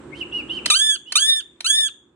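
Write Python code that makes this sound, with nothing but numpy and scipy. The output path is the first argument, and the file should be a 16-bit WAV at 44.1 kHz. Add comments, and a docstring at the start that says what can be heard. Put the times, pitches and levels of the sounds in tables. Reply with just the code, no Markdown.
"""Caged parakeet indoors.

A run of soft, breathy whistles, then three sharp arched chirps with one more whistle among them.
Each chirp follows a tiny rattle of pulses, starts harsh and clears into overtones shaped by the throat.
The room rings briefly; a low hum lies underneath and drops away as the first chirp begins."""
import sys
import numpy as np
from scipy import signal
from scipy.fft import rfft, irfft, next_fast_len
from scipy.io import wavfile
from scipy.ndimage import uniform_filter1d, minimum_filter1d, map_coordinates

SR = 44100
rng = np.random.default_rng(int(sys.argv[2]) if len(sys.argv) > 2 else 0)


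def to_wav(sig):
    """Store sig (one row per channel, or 1-D mono) as 16-bit WAV at the path in sys.argv[1].

    Samples outside -1..1 are clipped; the rate is SR.
    """
    pcm = np.clip(np.atleast_2d(sig), -1, 1) * 32767
    pcm = np.round(pcm).astype(np.int16)
    wavfile.write(sys.argv[1], SR, pcm.T)  # frames by channels


N = 94815
T = np.arange(N) / SR
SIDES = np.array([[.5], [-.5]])  # left, right

# background levels: time_s, hum_db, hiss_db
BACKGROUND_LEVELS = [(0,-42.5,-58),(.68,-40.5,-54.5),(.77,-58,-73),(1.0,-58,-70.5),(1.5,-60.5,-69.5),(2.15,-61.5,-79.5)]
# spectra of the hum, its stereo spread and the faint hiss: freq_hz, gain_db
HUM_SPECTRUM = [(15, -54.5), (25, -34.5), (54, -9), (112, -9), (175, -9.5), (210, -3), (281, -2.5),
                (344, 0.5), (445, -10.5), (564, -14.5), (630, -22.5), (1010, -17.5), (1460, -20.5),
                (1790, -23.5), (2000, -48.5), (2600, -45.5), (4400, -120)]
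HUM_SPREAD = [(60,-34),(300,-9),(600,-1.5),(1500,-3.5)]
AIR_SPECTRUM = [(1180, -25.5), (2000, -5), (2760, -8), (3580, -11.5), (4380, -17.5), (4970, -21),
                (6620, -19.5), (7970, -10), (9050, -20.5), (15000, -62)]
# tones relative to the hum noise: pitch_hz, level_db
HUM_TONES = [(64,-16),(144,-14.5),(345,-8.5)]
# hum balance: freq_hz, left_minus_right_db
HUM_BALANCE = [(50,2.5),(125,-3),(300,-1.5),(600,-6),(1300,-4)]
# lead-in flicks: start_s, length_s, from_hz, to_hz, level_db
WHISTLE_FLICKS = [(0.116,0.029,1975,2640,-45.5),(0.125,0.024,2089,2248,-37),(0.312,0.016,2300,3850,-42),(0.481,0.026,2780,3950,-42)]
# whistles: start_s, length_s, top_hz, top_fraction, rise_hz, fall_hz,
# start_db, mid_db, late_db, hiss_db, octave_db
WHISTLE_ARCHES = [(0.145,0.092,3130,0.39,600,900,-43.5,-50,-28.5,-52.5,-69),(0.326,0.095,2910,0.22,190,700,-27.5,-27.5,-32.5,-54.5,-65),(0.498,0.1,3109,0.49,380,800,-27.5,-35.5,-25,-51.5,-67),(0.649,0.092,3050,0.3,450,422,-31.5,-31,-40,-44,-72.5),(1.062,0.12,3098,0.63,300,206,-42.5,-40,-41.5,-58,-89.5)]
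# breath in the whistles: freq_hz, gain_db
BREATH_SPECTRUM = [(2060,-14.5),(3500,-4),(4700,-5.5),(6470,-19.5),(9060,-12),(11900,-34.5),(14000,-58)]
# rattles: start_s, level_db, spacing_s
RATTLE_BURSTS = [(0.6588,5.5,0.0015),(0.7005,0.5,0.00078),(1.1219,-0.5,0.0017),(1.1567,-10,0.00068),(1.6057,-9.5,0.0014)]
# successive pulses of a rattle: gain_db
PULSE_GAINS_DB = [0.4, 5.3, 7.4, 1.3]
# rattle colour: freq_hz, gain_db
RATTLE_SPECTRUM = [(200,-44),(500,-14.5),(820,-10.5),(1200,-7.5),(2300,-5),(3600,-5),(4400,4.5),(5050,-5.5),(6200,-5.5),(7300,-18.5),(8300,-12),(9600,-8),(11200,-25),(13200,-28),(15500,-48.5)]
# chirp contours, relative levels: time_s, pitch_hz, low_db, treble_db
FIRST_CHIRP = [(.702,1378,-10,-20),(.712,1177,-13.5,-19.5),(.733,1209,-19,-23),(.742,1285,-15,-22.5),(.750,1405,-18.5,-30),(.761,1540,-17,-28.5),(.771,1568,-19,-26.5),(.786,1593,-24.5,-27),(.803,1630,-18,-24.5),(.818,1720,-15,-27),(.86,1769,-20,-30.5),(.898,1725,-17.5,-30.5),(.949,1615,-26,-31),(.961,1465,-28.5,-49.5),(.972,1153,-59.5,-64)]
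SECOND_CHIRP = [(1.156,1232,-10.5,-17),(1.162,1185,-16.5,-19),(1.176,1372,-15.5,-17),(1.189,1502,-17,-35),
                (1.198,1600,-22.5,-27),(1.208,1618,-20.5,-20),(1.228,1672,-17.5,-25.5),(1.272,1792,-20.5,-30),(1.3,1819,-18.5,-30.5),
                (1.34,1806,-20.5,-37.5),(1.388,1755,-25.5,-36),(1.402,1668,-30,-43.5),(1.414,1380,-41.5,-61)]
THIRD_CHIRP = [(1.646,1360,-22,-30.5),(1.654,1231,-25,-32),(1.664,1412,-20,-27.5),(1.68,1594,-21.5,-26.5),
               (1.696,1640,-22.5,-23),(1.706,1662,-13,-19),(1.724,1706,-20.5,-27),(1.784,1820,-18,-30.5),
               (1.836,1750,-20,-31),(1.87,1658,-23.5,-32),(1.882,1596,-31,-36.5),(1.893,1252,-41.5,-82)]
# throat and beak response: freq_hz, gain_db
THROAT_RESPONSE = [(400,-51.5),(900,-24),(1150,-7.5),(1750,-16),(2050,-16.5),(2400,-6.5),(3100,1),(3900,3),(4400,1.5),(4700,-3.5),(5050,-23),(5450,-12),(6200,-10.5),(6800,-9),(7250,-22),(8000,-11.5),(9600,-12),(10900,-22.5),(11700,-60),(12600,-29),(13600,-30),(15500,-49.5)]
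# early reflections: freq_hz, gain_db
EARLY_SPECTRUM = [(1700,0),(2100,-6),(3000,0),(3600,-1),(4200,-7),(5600,-8),(6600,-1),(10000,-1),(14000,-6)]
# room decay: freq_hz, t60_s
ROOM_DECAY = [(300,0.26),(1700,0.43),(2300,0.25),(2900,0.34),(3500,0.42),(4500,0.14),(5600,.25),(7000,0.43),(10000,0.23),(15000,0.055)]
# microphone port balance: freq_hz, left_minus_right_db
CHIRP_BALANCE = [(300,-9),(1250,-5.5),(1650,2.5),(2400,-8),(2700,-22),(3300,-7.5),(3600,-0.5),(3800,4),(4400,2),(5300,-5.5),(6200,0.5),(15000,-0.5)]
WHISTLE_BALANCE = [(2200,16.5),(2550,12.5),(2850,-5),(3100,-13),(3600,5.5),(6000,3)]
# microphone port phase: freq_hz, left_lead_rad
CHIRP_LEAD = [(100,0),(1300,.4),(1750,.1),(2800,-.5),(3350,-2.1),(3650,-2.7),(3900,-4.3),(4400,-4.1),(5300,-2.8),(7000,-1.05),(8500,0),(10900,1.9),(14500,5.0)]
WHISTLE_LEAD = [(2200,0.11),(2850,-1.2),(3600,.9),(4650,0),(7000,-.6),(9400,.2)]


def amp(db):
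    """Decibels to gain."""
    return 10 ** (np.asarray(db) / 20)


def along(points, hz):
    """Interpolate (freq_hz, value) points on a log axis."""
    knots_hz, values = np.transpose(points)
    return np.interp(np.log(hz + 1), np.log(knots_hz + 1), values)


def curves(rows):
    """Per-sample curve of each column after time_s."""
    time_s, *columns = np.transpose(rows)
    return [np.interp(T, time_s, column) for column in columns]


def wobble(knots_per_s):
    """Smooth random curve."""
    return map_coordinates(rng.standard_normal(N // 8), [T * knots_per_s], mode="wrap")


def filtered(x, response):
    """Apply a complex frequency response."""
    size = next_fast_len(N + SR // 2)
    return irfft(rfft(x, size) * response(np.fft.rfftfreq(size, 1 / SR)), size)[..., :N]


def noise(spectrum):
    """Coloured noise, rms 1."""
    x = filtered(rng.standard_normal(N), lambda hz: amp(along(spectrum, hz)))
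    return x / np.sqrt(np.mean(x ** 2) + 1e-20)


def minimum_phase(spectrum, hz):
    """Causal response with the given colour."""
    cepstrum = irfft(np.log(amp(along(spectrum, hz))))
    half = len(cepstrum) // 2
    return np.exp(rfft(np.r_[cepstrum[0], 2 * cepstrum[1:half], np.zeros(half)]))


def gate(start_s, end_s, attack_s, release_s):
    """On between two times, with linear edges."""
    return np.clip((T - start_s) / attack_s + .5, 0, 1) * np.clip((end_s - T) / release_s + .5, 0, 1)


def phase_of(hz):
    """Running phase of a pitch curve."""
    return 2 * np.pi * np.cumsum(hz) / SR


def background():
    """Low wavering hum, slightly right, and a faint hiss."""
    hum_db, hiss_db = curves(BACKGROUND_LEVELS)
    tones = np.zeros(N)
    for pitch_hz, level_db in HUM_TONES:
        level = np.sqrt(2) * amp(level_db + 5.3 * wobble(15))
        tones += level * np.sin(phase_of(pitch_hz * (1 + .025 * wobble(25))))
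    spread = np.array([noise(HUM_SPECTRUM), noise(HUM_SPECTRUM)])
    spread = filtered(spread, lambda hz: amp(along(HUM_SPREAD, hz)))
    hum = filtered(noise(HUM_SPECTRUM) + tones + spread, lambda hz: amp(SIDES * along(HUM_BALANCE, hz)))
    hiss = np.array([noise(AIR_SPECTRUM), noise(AIR_SPECTRUM)])
    return amp(hum_db) * hum + amp(hiss_db) * hiss


def whistles(edge_s=.0071, flutter_db=1.7, jitter=.0027):
    """Nearly pure arches with a puff of breath; quick upward flicks lead into the first three."""
    out, breath = np.zeros(N), noise(BREATH_SPECTRUM)
    waver = 1 + jitter * wobble(1300)
    for start_s, length_s, from_hz, to_hz, level_db in WHISTLE_FLICKS:
        progress = np.clip((T - start_s) / length_s, 0, 1)
        phase = phase_of(waver * (from_hz + (to_hz - from_hz) * progress))
        out += np.sqrt(2) * amp(level_db) * np.sin(np.pi * progress) * np.sin(phase)
    for start_s, length_s, top_hz, top_fraction, rise_hz, fall_hz, *levels_db in WHISTLE_ARCHES:
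        start_db, mid_db, late_db, hiss_db, octave_db = levels_db
        progress = np.clip((T - start_s) / length_s, 0, 1)
        before_top = np.clip(1 - progress / top_fraction, 0, 1)
        after_top = np.clip((progress - top_fraction) / (1 - top_fraction), 0, 1)
        pitch_hz = top_hz - rise_hz * before_top ** 2.7 - fall_hz * after_top ** 2.9
        phase = phase_of(pitch_hz * waver)
        level_db = np.interp(progress, [.1, .4, .6, .74, .84, 1],
                             [start_db, mid_db, mid_db, late_db, late_db, late_db - 13.5])
        level_db += flutter_db * wobble(51)
        tone = amp(level_db) * np.sin(phase) + amp(octave_db) * np.sin(2 * phase)
        out += np.sqrt(2) * gate(start_s, start_s + length_s, edge_s, edge_s) * tone
        out += amp(hiss_db) * np.sin(np.pi * progress) * breath
    return out


def rattles(puff_t60_s=.019, puff_db=1.5, scatter_s=.000095):
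    """Bursts of four quick, uneven pulses, each a click plus a dying puff of noise."""
    pulses, t = np.zeros(N), T[:SR // 50]
    for start_s, level_db, spacing_s in RATTLE_BURSTS:
        for k, gain_db in enumerate(PULSE_GAINS_DB):
            puff = rng.standard_normal(len(t)) * amp(-60 * t / puff_t60_s)
            pulse = (t == 0) + amp(puff_db) * puff / np.linalg.norm(puff)
            at = round((start_s + k * spacing_s + scatter_s * rng.standard_normal()) * SR)
            pulses[at:at + len(t)] += amp(level_db + gain_db) * pulse
    return filtered(pulses, lambda hz: minimum_phase(RATTLE_SPECTRUM, hz))


def chirp(contour):
    """Overtones glide through fixed throat resonances; rough at both ends and in fast slides."""
    onset_s, closing_s, rough_slide_hz_per_s = .023, .02, 40000
    clear_jitter, rough_jitter, rasp_db, closing_dull_db = .0026, .017, -28, -9.5
    buzz_hz, buzz_depth, flutter_db = 370, .05, 1.44
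    pitch_hz, low_db, treble_db = curves(contour)
    pitch_hz = uniform_filter1d(pitch_hz, size=200)
    start_s, end_s = contour[0][0], contour[-1][0]
    envelope = gate(start_s, end_s, attack_s=.0041, release_s=.009)

    onset = 1 / (1 + (np.abs(T - start_s) / onset_s) ** 4)
    slide = uniform_filter1d(np.abs(np.gradient(pitch_hz)) * SR / rough_slide_hz_per_s, size=300)
    closing = np.clip(1 - (end_s - T) / closing_s, 0, 1)
    roughness = np.minimum(onset + slide ** 2, 1) + 2 * closing
    waver = 1 + clear_jitter * wobble(450) + rough_jitter * roughness * wobble(1500)
    phase = phase_of(pitch_hz * waver)

    on = np.flatnonzero(envelope)
    order = np.arange(1, 13)[:, None]
    partial_hz = order * pitch_hz[on]
    throat = amp(along(THROAT_RESPONSE, partial_hz) + closing_dull_db * closing[on] * (order > 2))
    treble_share = along([(4800, 0), (5800, 1)], partial_hz)
    bands = [(low_db, throat * (1 - treble_share)), (treble_db, throat * treble_share)]
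    gains = sum(amp(db[on]) * band / np.linalg.norm(band, axis=0) for db, band in bands)
    partials = np.sin(order * phase[on] + rng.uniform(0, 2 * np.pi, order.shape))
    voice = np.zeros(N)
    voice[on] = np.sqrt(2) * (gains * partials).sum(0)

    rasp = noise(THROAT_RESPONSE) * (1 + np.cos(phase)) * amp(low_db + rasp_db) * roughness
    buzz = 1 + buzz_depth * np.sin(2 * np.pi * buzz_hz * T)
    return (voice + rasp) * buzz * envelope * amp(flutter_db * wobble(84))


def reflect(x, impulse):
    """Mono through a stereo impulse response, after 2.5 ms."""
    delayed = np.pad(x, (SR // 400, 0))[None]
    return signal.fftconvolve(delayed, impulse / np.linalg.norm(impulse[0]), axes=1)[:, :N]


def room(early_send, tail_send, early_db=-13.5, early_tau_s=.018, tail_db=-20.5):
    """Near surfaces answer at once; the tail's decay time varies with frequency."""
    freq_hz, time_s, frames = signal.stft(rng.standard_normal((2, SR)), SR, nperseg=256)
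    decay = amp(-60 * time_s / along(ROOM_DECAY, freq_hz)[:, None])
    tail = signal.istft(frames * decay, SR, nperseg=256)[1]
    early = rng.standard_normal(tail.shape) * np.exp(-T[:tail.shape[1]] / early_tau_s)
    near = filtered(reflect(early_send, early), lambda hz: minimum_phase(EARLY_SPECTRUM, hz))
    return amp(early_db) * near + amp(tail_db) * reflect(tail_send, tail)


def ports(x, balance, lead):
    """Sound reaches the two microphone ports with different colour and phase."""
    def response(hz):
        gain = amp(SIDES * along(balance, hz))
        gain /= np.sqrt(np.mean(gain ** 2, axis=0))
        return gain * np.exp(1j * SIDES * along(lead, hz))
    return filtered(x, response)


def scene():
    """Near chirps and rattles, softer whistles with more room, and the background."""
    chirps = amp(2) * (chirp(FIRST_CHIRP) + chirp(SECOND_CHIRP) + chirp(THIRD_CHIRP))
    rattle, whistle = rattles(), whistles()
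    direct = ports(chirps + rattle, CHIRP_BALANCE, CHIRP_LEAD)
    direct += ports(whistle, WHISTLE_BALANCE, WHISTLE_LEAD)
    calls = chirps + amp(2.5) * rattle
    reverb = room(early_send=calls + amp(6) * whistle, tail_send=calls + amp(12.5) * whistle)
    return direct + reverb + background()


def record(dry):
    """Fast peak limiter, then a brick-wall low-pass."""
    ceiling, hold_s, cutoff_hz = .88, .004, 16000
    hold = round(hold_s * SR)
    needed = ceiling / np.maximum(np.abs(dry).max(0), ceiling)
    gain = uniform_filter1d(minimum_filter1d(needed, hold), hold)
    return filtered(dry * gain, lambda hz: hz < cutoff_hz)


dry = scene()
out = record(dry)
to_wav(out)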